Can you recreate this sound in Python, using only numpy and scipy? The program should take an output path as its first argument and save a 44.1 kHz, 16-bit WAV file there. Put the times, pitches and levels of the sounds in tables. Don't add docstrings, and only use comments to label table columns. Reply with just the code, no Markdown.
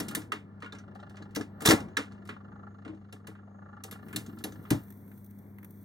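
import sys
import numpy as np
from scipy.fft import rfft, irfft, next_fast_len
from scipy.io import wavfile
from scipy.ndimage import map_coordinates

SR = 44100
rng = np.random.default_rng(int(sys.argv[2]) if len(sys.argv) > 2 else 0)


def master(y):
    cut = np.clip(np.atleast_2d(y).T, -1, 1)
    pcm = np.round(cut * 32767)
    wavfile.write(sys.argv[1], SR, pcm.astype(np.int16))


N = 257940
T = np.arange(N) / SR

# frequency in Hz, relative density in dB.
RUMBLE_SPECTRUM = [(15, -50), (25, -23.5), (43, -19), (85, -9), (149, -6), (208, -4), (345, -12),
                   (435, -15.5), (518, -22), (1060, -26), (1220, -34.5), (1600, -35), (2270, -37),
                   (2600, -53), (3380, -83), (5720, -120)]
# time in seconds, level in dB.
RUMBLE_LEVEL = [(0, -42), (.39, -53.5), (1.68, -51.5), (1.82, -40.5), (2, -53), (2.4, -52.5), (2.7, -56),
                (3.7, -56.5), (4.2, -49), (4.6, -49.5), (5.2, -54.5), (5.85, -53.5)]
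# time in seconds, level in dB.
GROOVE_LEVEL = [(4.01, -84), (4.06, -68), (4.3, -72), (4.5, -68.5), (5.2, -69.5), (5.53, -75),
                (5.849, -68.5)]
# frequency in Hz, relative density in dB.
SPEAKER_SPECTRUM = [(1590, -72.5), (2700, -43.5), (3040, -43), (3310, -18), (3410, -8.5), (3700, -18),
                    (4110, -17.5), (5260, -26), (5800, -10.5), (7160, -20), (8760, -8.5), (10700, -14),
                    (11600, -5.5), (14300, 0), (16200, -6)]
# start in seconds, level in dB, middle over that level in dB.
POPS = [(4.8349, -48.5, -13.5), (4.8816, -52, -4), (4.9033, -41.5, -11), (4.9227, -46.5, -10),
        (5.0779, -51.5, -7), (5.1151, -56.5, 8), (5.1761, -50.5, -9.5), (5.244, -46, -25),
        (5.2614, -48, -20.5), (5.3077, -48.5, -11), (5.3871, -49, -19.5), (5.5838, -49, 2),
        (5.6291, -47.5, -.5), (5.6446, -37.5, -10.5), (5.7062, -46, -19)]
# frequency in Hz, relative density in dB.
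RATTLE_SPECTRUM = [(600, -40), (900, 5.5), (2200, 4), (3500, 1), (5000, -2.5), (8000, -3.5), (12000, -8),
                   (16000, -14)]
# start in seconds, hold in seconds, level in dB.
SHUFFLES = [(2.855, .08, -56)]
# start in seconds, hold in seconds, level in dB.
SCRAPES = [(1.606, .042, -52.5), (1.654, .064, -26)]
# centre in seconds, level in dB, pitch in Hz.
SLAPS = [(1.368, -23.5, 230), (1.6885, -12.5, 150), (1.7075, -14.5, 190), (1.739, -11.5, 240),
         (4.152, -29, 230), (4.287, -32, 200), (4.717, -23, 188)]
# start in seconds, level in dB, deep and upper parts over it in dB.
THUMPS = [(.001, -29, -14.5, -5.5), (.168, -32, -14.5, -7), (.327, -32.5, -21, -6.5), (.628, -40, -23, -7),
          (.729, -39.5, -8, -8.5), (1.202, -38, -12, -11.5), (1.365, -24, -18.5, -6),
          (1.399, -27.5, -16.5, -11.5), (1.617, -31.5, -13.5, -7), (1.655, -22, -3, -2),
          (1.681, -15, -14.5, -9), (1.699, -17.5, -8.5, -1), (1.713, -17.5, -10, -1),
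          (1.736, -18.5, -10, -8.5), (1.974, -35, -22, -1.5), (1.986, -30, -17.5, -5),
          (2.289, -43, -9, -4.5), (2.858, -37, -16, -8), (2.889, -41, -7, -8), (2.929, -41, -13, -8),
          (3.129, -44, -6, -3), (3.279, -47, 3, -2), (3.845, -50.5, -6, 5), (3.919, -44.5, -1, -5),
          (4.147, -34, -2, -20), (4.164, -37, 0, -7), (4.276, -36.5, -9, -25), (4.332, -38, -11, -25),
          (4.369, -39, -13.5, -25), (4.399, -42, -10, -25), (4.443, -29.5, -18.5, -7.5),
          (4.47, -40, -12.5, -5.5), (4.588, -43.5, 2, -20), (4.709, -18.5, -9.5, -9.5), (4.726, -24, 1, -9),
          (4.749, -33, 4, -12.5)]
# frequency in Hz, level in dB, unscaled 60 dB decay time in seconds.
CABINET_MODES = [(65, -15.5, 0.27), (110, 1, .2), (122, 0, 0.17), (165, -3, .15), (190.4, -1, 0.071),
                 (219.4, 0.5, .15), (270, -3, .15), (283, -4.5, 0.24), (314, -0.5, 0.22),
                 (382, -2.5, 0.058), (422.7, 4.5, .14), (462, 1.5, 0.17), (554, -1, .1), (640, -5, .1),
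                 (732, -5, 0.11), (765, -4.5, 0.15), (904, -2.5, 0.039)]
# start in seconds, treble level
# in dB, middle and top over the treble in dB, favoured ring in Hz, ring over the treble in dB.
CLICKS = [(.0004, -26, -5.5, -5, 5230, -11), (.083, -30, -31, -7.5, 7740, -6),
          (.1094, -45, 6, -.5, 3590, -7), (.1494, -22, -9, -3, 9900, -4),
          (.2169, -44, -3.5, -22, 5560, -11), (.3196, -28.5, 5.5, -14, 2860, -8.5),
          (.602, -57, 0, -19, 4070, -28), (.622, -46, 11, -20, 4180, -7), (.6444, -55, 15, -21, 4160, -7),
          (.6604, -59, 9, -33.5, 3100, 9.5), (.723, -41.5, -2.5, -29, 3770, -3),
          (.7494, -49, 5, -21, 3630, -9), (.7855, -49.5, -.5, -22, 6060, -5),
          (.9492, -56, -5.5, -12.5, 4240, -11), (1.0006, -58, -7, -32, 3580, -2.5),
          (1.0954, -53, -7.5, -12, 4700, -9), (1.156, -58.5, -4, -22, 4360, -4),
          (1.1683, -48, 4, -37, 6100, -9.5), (1.2226, -56, 1.5, -30, 4400, 3),
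          (1.3074, -60, -1, -15, 4300, -12), (1.3492, -34, -11.5, -7.5, 3600, -26),
          (1.359, -26.5, -6.5, -9, 5400, -5.5), (1.4094, -37.5, -1, -17, 5000, -5),
          (1.6062, -44, 1.5, -4.5, 7340, -1.5), (1.6195, -38.5, .5, -1, 8480, -6),
          (1.657, -17, -8, -4, 5940, -8), (1.6595, -16, -5, -2, 8870, -11),
          (1.6724, -19, -6, -10.5, 3630, -3), (1.687, -12.5, -11.5, -12, 6410, -11.5),
          (1.696, -17, -5, -7.5, 6440, -12), (1.707, -12, -1, -11.5, 5340, -9.5),
          (1.7174, -19, -2, -10, 6420, -20), (1.8023, -39.5, -15, -15, 5290, -12),
          (1.8831, -60, 4, -17.5, 5970, -7.5), (1.9687, -18.5, 1, -17.5, 3480, -11),
          (2.1196, -53.5, -1.5, -29, 4300, -7.5), (2.252, -53, -9.5, -8, 3560, -21.5),
          (2.2732, -48.5, -19, -9.5, 3890, -20), (2.29, -43.5, 13, -14.5, 4170, -8.5),
          (2.8489, -55, 10, -32, 3030, -4), (2.8775, -55.5, 10, -31, 4170, -6),
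          (2.946, -66, 4, -26, 3010, -4), (3.1252, -43, -13, -9.5, 10200, -3),
          (3.27, -40.5, -.5, -6.5, 3670, -13), (3.351, -72.5, 18, -24.5, 2860, -3),
          (3.8369, -35, -16, -2.5, 6400, -8), (3.911, -38, -10, -4.5, 11700, -6),
          (3.9244, -43, .5, -4, 3560, -8.5), (4.0836, -58, 11.5, 1, 9450, -9),
          (4.128, -49.5, 14, 4, 3080, -14), (4.1603, -23, -12.5, -4, 3960, -9.5),
          (4.2626, -46.5, -8, -9, 7000, -4), (4.3859, -45, -20, -7, 4400, -15),
          (4.4393, -27.5, -15, -7.5, 12500, -2.5), (4.521, -47.5, -7, -12, 6980, -7.5),
          (4.652, -63, 15, -18, 3290, 0), (4.7042, -19.5, -8.5, -8, 10100, -8)]
# frequency in Hz, level in dB, unscaled 60 dB decay time in seconds.
DECK_MODES = [(1100, -6, 0.21), (1240, -1, 0.051), (1247.5, 0, .14), (1390, -3.5, 0.26), (1480, -6, .1),
              (1664, 3.5, .1), (1703, -1.5, 0.12), (1793, -0.5, .1), (1983, -2, 0.12), (2280, -2, .08),
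              (2800, 5.5, .12), (3210, -5, .1), (3690, 2, 0.073), (4050, -1.5, .1), (4420, -4.5, 0.091),
              (4950, -9, .1), (5490, -2, .1), (5830, -5.5, 0.13), (6450, -2, .12), (7460, -4, 0.07),
              (7900, -13.5, .08), (8500, -2, .1), (9400, -10.5, 0.12), (10100, -7.5, .08),
              (11400, -3, 0.14), (12100, -4.5, .08)]
# time in seconds, teeth ahead of a steady turn.
TEETH_AHEAD = [(.9, -.25), (1.1, -.32), (1.9, -.2), (2.3, .26), (2.7, .28), (3.3, .17), (3.5, .01),
               (3.9, .2), (4.5, .25)]
# time in seconds, level in dB, brightness in dB per octave,
# ring of the deck's middle resonance over the level in dB.
MECHANISM_LEVEL = [(0, -64, 2, -8), (.15, -52, 0, -7), (.32, -74, -4, -4), (.45, -69, -5, -1),
                   (.7, -64.5, -4.5, -3), (1.04, -58, -2, -9.5), (1.27, -60.5, -2.5, -8.5),
                   (1.45, -76, -1, -1), (1.7, -42, -10, -23), (1.8, -46, -9, -23), (1.88, -64, -2, -4),
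                   (2.15, -63, -1, -3.5), (2.42, -64, -3.5, 3), (2.67, -62.5, -4.5, 6.5),
                   (2.92, -72, 0, -6), (3.25, -68.5, -2.5, 5), (3.55, -60, -11, -4), (3.75, -63.5, -3, 8),
                   (4.1, -65, 1, -1), (4.46, -70, 3, 9), (4.8, -63, 0, -10), (4.92, -82, 0, 4),
                   (5.85, -84, -1, 4)]
# frequency in Hz, width in Hz, level in dB.
GEAR_PEAKS = [(592.6, 130, -4), (824, 70, 0), (1177, 95, -4), (1395, 55, -1.5), (1730, 80, -7.5),
              (2010, 100, -17.5), (2796, 120, -13), (3650, 62, -19.5), (4000, 160, -25), (4450, 78, -22.5)]
# frequency in Hz, correlation from 0 to 1.
ALIKE = [(40, 1), (170, 0.9), (500, 1), (800, 0), (1300, 0.3), (1900, 1), (2800, .92), (4500, 1),
         (6000, .9), (9000, 1), (16000, .93)]
# frequency in Hz, lead of the left in radians.
LEAD = [(50, .1), (170, .2), (690, .9), (1000, .3), (1400, 0), (1720, -.7), (2070, -1.6), (2410, -2.5),
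        (2760, -3.25), (3450, -4.9), (4480, -6.2), (5500, -5.8), (6900, -5.7), (8600, -6.25), (10300, -6.5),
        (15500, -6.7)]
# frequency in Hz, left over right in dB.
LEAN = [(60, -.3), (170, 1.5), (400, 3), (700, 6), (1050, 3), (1400, -1.5), (2500, -.5), (5500, -2),
        (9000, 0), (16000, 0)]

HUM_HZ, TEETH_HZ, TOP_HZ = 99.913, 26.5, 15900
MIDDLE_HISS_START_S, MIDDLE_HISS_DB = 3.7, -78
SHUFFLE_RISE_DB_PER_S, SHUFFLE_FALL_DB_PER_S = 1500, 300
SCRAPE_RISE_DB_PER_S, SCRAPE_FALL_DB_PER_S = 5000, 550
DECK_WINDOW_S, CABINET_WINDOW_S = .11, .24
DECK_SPREAD = .025
RING_SHARE, SHORTER_PER_DB = .9, .006
CONTACT_S = .004
TAIL_TURN_DB, TAIL_PER_DB, TAIL_RANGE_DB = -42, .15, (-1.5, 3)
LOW_RING_HZ, LOW_RING_OCTAVES = 1420, .35
DULLER_OCTAVES_PER_DB = .02
UPPER_OCTAVES, TREBLE_OCTAVES, UPPER_DB, TREBLE_DB = 1.2, 2.3, .2, -10.5
MESHED_S, MESH_EASE_S = ((.55, 1.4), (1.9, 4.7)), .12
WHINE_START_S, WHINE_END_S = 1.87, 3.83
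WHINE_DB, WHINE_FADE_DB_PER_S = -86.5, 5.5


def amp(db):
    return 10 ** (np.asarray(db) / 20)


def unit(x):
    return x / np.sqrt(np.mean(x ** 2) + 1e-20)


def along(points, hz):
    f, v = np.transpose(points)
    return np.interp(np.log(hz + 1), np.log(f + 1), v)


def curves(rows):
    s, *cols = np.transpose(rows)
    return [np.interp(T, s, c) for c in cols]


def wobble(rate_hz):
    return map_coordinates(rng.standard_normal(int(N * rate_hz / SR) + 4), [T * rate_hz])


def filtered(x, response):
    m = next_fast_len(N + SR // 2)
    return irfft(rfft(x, m) * response(np.fft.rfftfreq(m, 1 / SR)), m)[..., :N]


def noise(spectrum, lo_hz=0, hi_hz=30000):
    def response(hz):
        edges = 1 / np.sqrt((1 + (lo_hz / (hz + 1)) ** 8) * (1 + (hz / hi_hz) ** 8))
        return amp(along(spectrum, hz)) * edges
    return unit(filtered(rng.standard_normal((2, N)), response))


def resonances(peaks):
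    def response(f):
        return sum((-1) ** k * amp(db) * 1j * f * w / (c * c - f * f + 1j * f * w)
                   for k, (c, w, db) in enumerate(peaks))
    return response


def held(rows, rise_db_per_s, fall_db_per_s):
    return np.max([db - rise_db_per_s * np.maximum(s - T, 0) - fall_db_per_s * np.maximum(T - s - hold, 0)
                   for s, hold, db in rows], axis=0)


def dying(times, dbs, lengths_s, fast_s, tail_db, slow_s):
    power = np.zeros(N + SR)
    t = np.arange(round(min(1.5 * slow_s, .45) * SR)) / SR
    for s, db, length, tail in np.broadcast(times, dbs, lengths_s, tail_db):
        after = np.maximum(t - length, 0)
        shape = amp(-120 * after / fast_s) + amp(2 * tail - 120 * after / slow_s)
        power[round(s * SR):][:len(t)] += amp(2 * db) * shape * (1 - np.exp(-t / .0016))
    return np.sqrt(power[:N])


def struck(modes, times, dbs, lasting, attack_s, spread, count, window_s):
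    out = np.zeros((2, N + SR))
    hz, level_db, t60 = np.repeat(np.transpose(modes), count, axis=1)
    t = np.arange(round(window_s * SR)) / SR
    for s, db, scale in zip(times, np.repeat(dbs, count, axis=1), lasting):
        luck = rng.standard_normal((4, len(hz)))
        pole = 2j * np.pi * hz * (1 + spread * luck[1]) - np.log(1000) / (scale * t60)
        size = amp(db + level_db + 3.9 * luck[0]) * np.exp(3j * luck[2:])
        steps = np.broadcast_to(np.exp(pole / SR)[:, None], (len(hz), len(t)))
        tones = np.cumprod(steps, axis=1)
        start = round(s * SR)
        out[:, start:start + len(t)] += (size @ tones).imag * (1 - np.exp(-t / attack_s))
    return out[:, :N]


def motor():
    turn = 2 * np.pi * HUM_HZ * T
    hum = -amp(-50.5 + .4 * wobble(18)) * np.cos(turn)
    hum -= amp(-50.5 + wobble(4.3)) * np.sin(2 * turn)
    rumble = amp(curves(RUMBLE_LEVEL)[0] + 1.5 * wobble(12)) * noise(RUMBLE_SPECTRUM)
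    air = amp(-87) * noise([(2000, 3.5), (6000, -11), (16000, -19.5)], lo_hz=1800)
    return hum * [[1], [0]] + rumble + air


def groove():
    level = amp(curves([(3.9, -120)] + list(GROOVE_LEVEL))[0] + 1.5 * wobble(12))
    dust = rng.random((110, 2))
    times = 4 + 1.84 * dust[:, 0]
    crackle = dying(times, -3 - 6 * np.log(dust[:, 1] + .02), .002, .023, -30, .06)
    hiss = level * (1.2 + .3 * crackle) * noise(SPEAKER_SPECTRUM)
    fade_in = np.clip((T - MIDDLE_HISS_START_S) / .05, 0, 1)
    middle_hiss = amp(MIDDLE_HISS_DB) * fade_in * noise([(1500, 0), (2350, 0), (2600, -25)], 1600, 2500)
    s, db, middle_db = np.transpose(POPS)
    pops = dying(s, db - 8, .003, .025, -15, .11) * noise(SPEAKER_SPECTRUM)
    pops += dying(s, db + middle_db - 6.5, .0024, .032, -9, .099) * noise(RATTLE_SPECTRUM, 902, 2400)
    return hiss + pops + middle_hiss


def shuffle():
    level_db = held(SHUFFLES, SHUFFLE_RISE_DB_PER_S, SHUFFLE_FALL_DB_PER_S) + 3 * wobble(70)
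    return amp(level_db) * noise([(200, 0), (350, 1), (700, -8), (1200, -14)], 220, 900)


def slide():
    level_db = held(SCRAPES, SCRAPE_RISE_DB_PER_S, SCRAPE_FALL_DB_PER_S) + 1.7 * wobble(140)
    return amp(level_db) * noise(RATTLE_SPECTRUM)


def slaps():
    out = np.zeros((2, N))
    for s, db, hz in SLAPS:
        u = np.minimum((np.pi * hz * (T - s)) ** 2, 60)
        out[0] -= amp(db) * (1 - 2 * u) * np.exp(-u)
    return out


def thumps():
    s, db, deep_db, upper_db = np.transpose(THUMPS)
    lasting = np.clip(RING_SHARE - SHORTER_PER_DB * (db - db.min()), .2, 3)
    hz = np.transpose(CABINET_MODES)[0]
    upper_share_db = np.where(hz > 400, upper_db[:, None] - 4, -4)
    share_db = np.where(hz < 172, deep_db[:, None] - 1.5, upper_share_db)
    puff = dying(s, db + upper_db - 8.5, .006, .1, -6, .27) * noise([(300, 0), (1000, -2)], 380, 1200)
    ring = struck(CABINET_MODES, s, db[:, None] + share_db - .5, lasting,
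                  attack_s=.0051, spread=.013, count=1, window_s=CABINET_WINDOW_S)
    return puff + ring


def clicks():
    s, db, middle_db, top_db, ring_hz, ring_db = np.transpose(CLICKS)
    tail_db = np.clip(TAIL_PER_DB * (TAIL_TURN_DB - db), *TAIL_RANGE_DB)
    middle = dying(s, db + middle_db - 11, CONTACT_S, .05, tail_db - .6, .2) * noise(RATTLE_SPECTRUM, 900, 2900)
    treble = dying(s, db - 10.5, CONTACT_S, .035, tail_db - 5.5, .18) * noise(RATTLE_SPECTRUM, 1900, 8000)
    top = dying(s, db + top_db - 4.5, CONTACT_S, .03, tail_db - 10, .19) * noise(RATTLE_SPECTRUM, lo_hz=8000)
    metal = resonances([(mode_hz, .011 * mode_hz, mode_db) for mode_hz, mode_db, _ in DECK_MODES])
    rattle = filtered(middle + treble + top, lambda f: .92 + .55 * metal(f))

    hz = np.transpose(DECK_MODES)[0]

    def near(centre_hz, octaves):
        return -np.minimum(6 * (np.log2(hz / centre_hz) / octaves) ** 2, 14)

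    low_hz = LOW_RING_HZ * 2 ** (-DULLER_OCTAVES_PER_DB * np.clip(middle_db, -12, 9))
    low_db = near(low_hz[:, None], LOW_RING_OCTAVES) + middle_db[:, None] - 1.5
    high_db = near(ring_hz[:, None], .2) + (hz > 8000) * top_db[:, None] * .4
    mode_dbs = (db + ring_db)[:, None] + np.where(hz < 2500, low_db, high_db) - 3.5
    ring = struck(DECK_MODES, s, mode_dbs, np.full(len(s), .6),
                  attack_s=.0006, spread=DECK_SPREAD, count=2, window_s=DECK_WINDOW_S)
    return rattle + ring


def mechanism():
    turned = TEETH_HZ * T + curves(TEETH_AHEAD)[0]
    teeth_s = np.flatnonzero(np.diff(np.floor(turned))) / SR
    luck = rng.standard_normal((len(teeth_s), 2))
    times = abs(teeth_s - .003 + .002 * luck[:, 0])
    knocks = dying(times, 2.2 * luck[:, 1], .008, .045, -18, .09)
    mesh = sum(np.clip(np.minimum(T - start, end - T) / MESH_EASE_S, 0, 1) for start, end in MESHED_S)
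    drive = mesh * (knocks + .19) + (1 - mesh) * .65

    flat = [(300, 1.5), (16000, -4.5)]
    edges_hz = [(450, 1400), (1400, 1300), (1550, 2300), (2700, 6000)]
    bands = np.array([noise(flat, lo, hi) for lo, hi in edges_hz])
    body = resonances(GEAR_PEAKS)
    bands = filtered(drive * bands, lambda hz: .02 + body(hz))
    level_db, bright, ring_db = curves(MECHANISM_LEVEL)
    upper_db = UPPER_DB + UPPER_OCTAVES * bright
    treble_db = TREBLE_DB + TREBLE_OCTAVES * bright
    band_dbs = level_db + np.array([0 * T, ring_db, upper_db, treble_db])
    mid_noise = sum(amp(db) * unit(band) for db, band in zip(band_dbs, bands))

    whine = noise([(6200, -42.5), (6400, -7.5), (6600, -1), (6800, -6), (7100, -41)], 6000, 7200)
    gate = np.clip(np.minimum(T - WHINE_START_S, WHINE_END_S - T) / .05, 0, 1)
    whine_db = WHINE_DB - WHINE_FADE_DB_PER_S * (T - WHINE_START_S) + 2.5 * wobble(3) + 1.5 * wobble(25)
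    return mid_noise + gate * amp(whine_db) * whine


def scene():
    paths = motor() + groove() + shuffle() + slide() + slaps() + thumps() + clicks() + mechanism()

    def shares(hz):
        angle = np.arccos(np.clip(along(ALIKE, hz), -1, 1)) / 2
        return np.array([np.cos(angle), np.sin(angle)])

    same, other = filtered(paths, shares)
    return np.array([same + other, same - other])


def record(dry):
    side = np.array([[.5], [-.5]])

    def response(hz):
        band = (hz < TOP_HZ) / np.sqrt(1 + (45 / (hz + 1)) ** 6)
        return amp(side * along(LEAN, hz)) * np.exp(1j * side * along(LEAD, hz)) * band

    return filtered(dry, response)


dry = scene()
out = record(dry)
master(out)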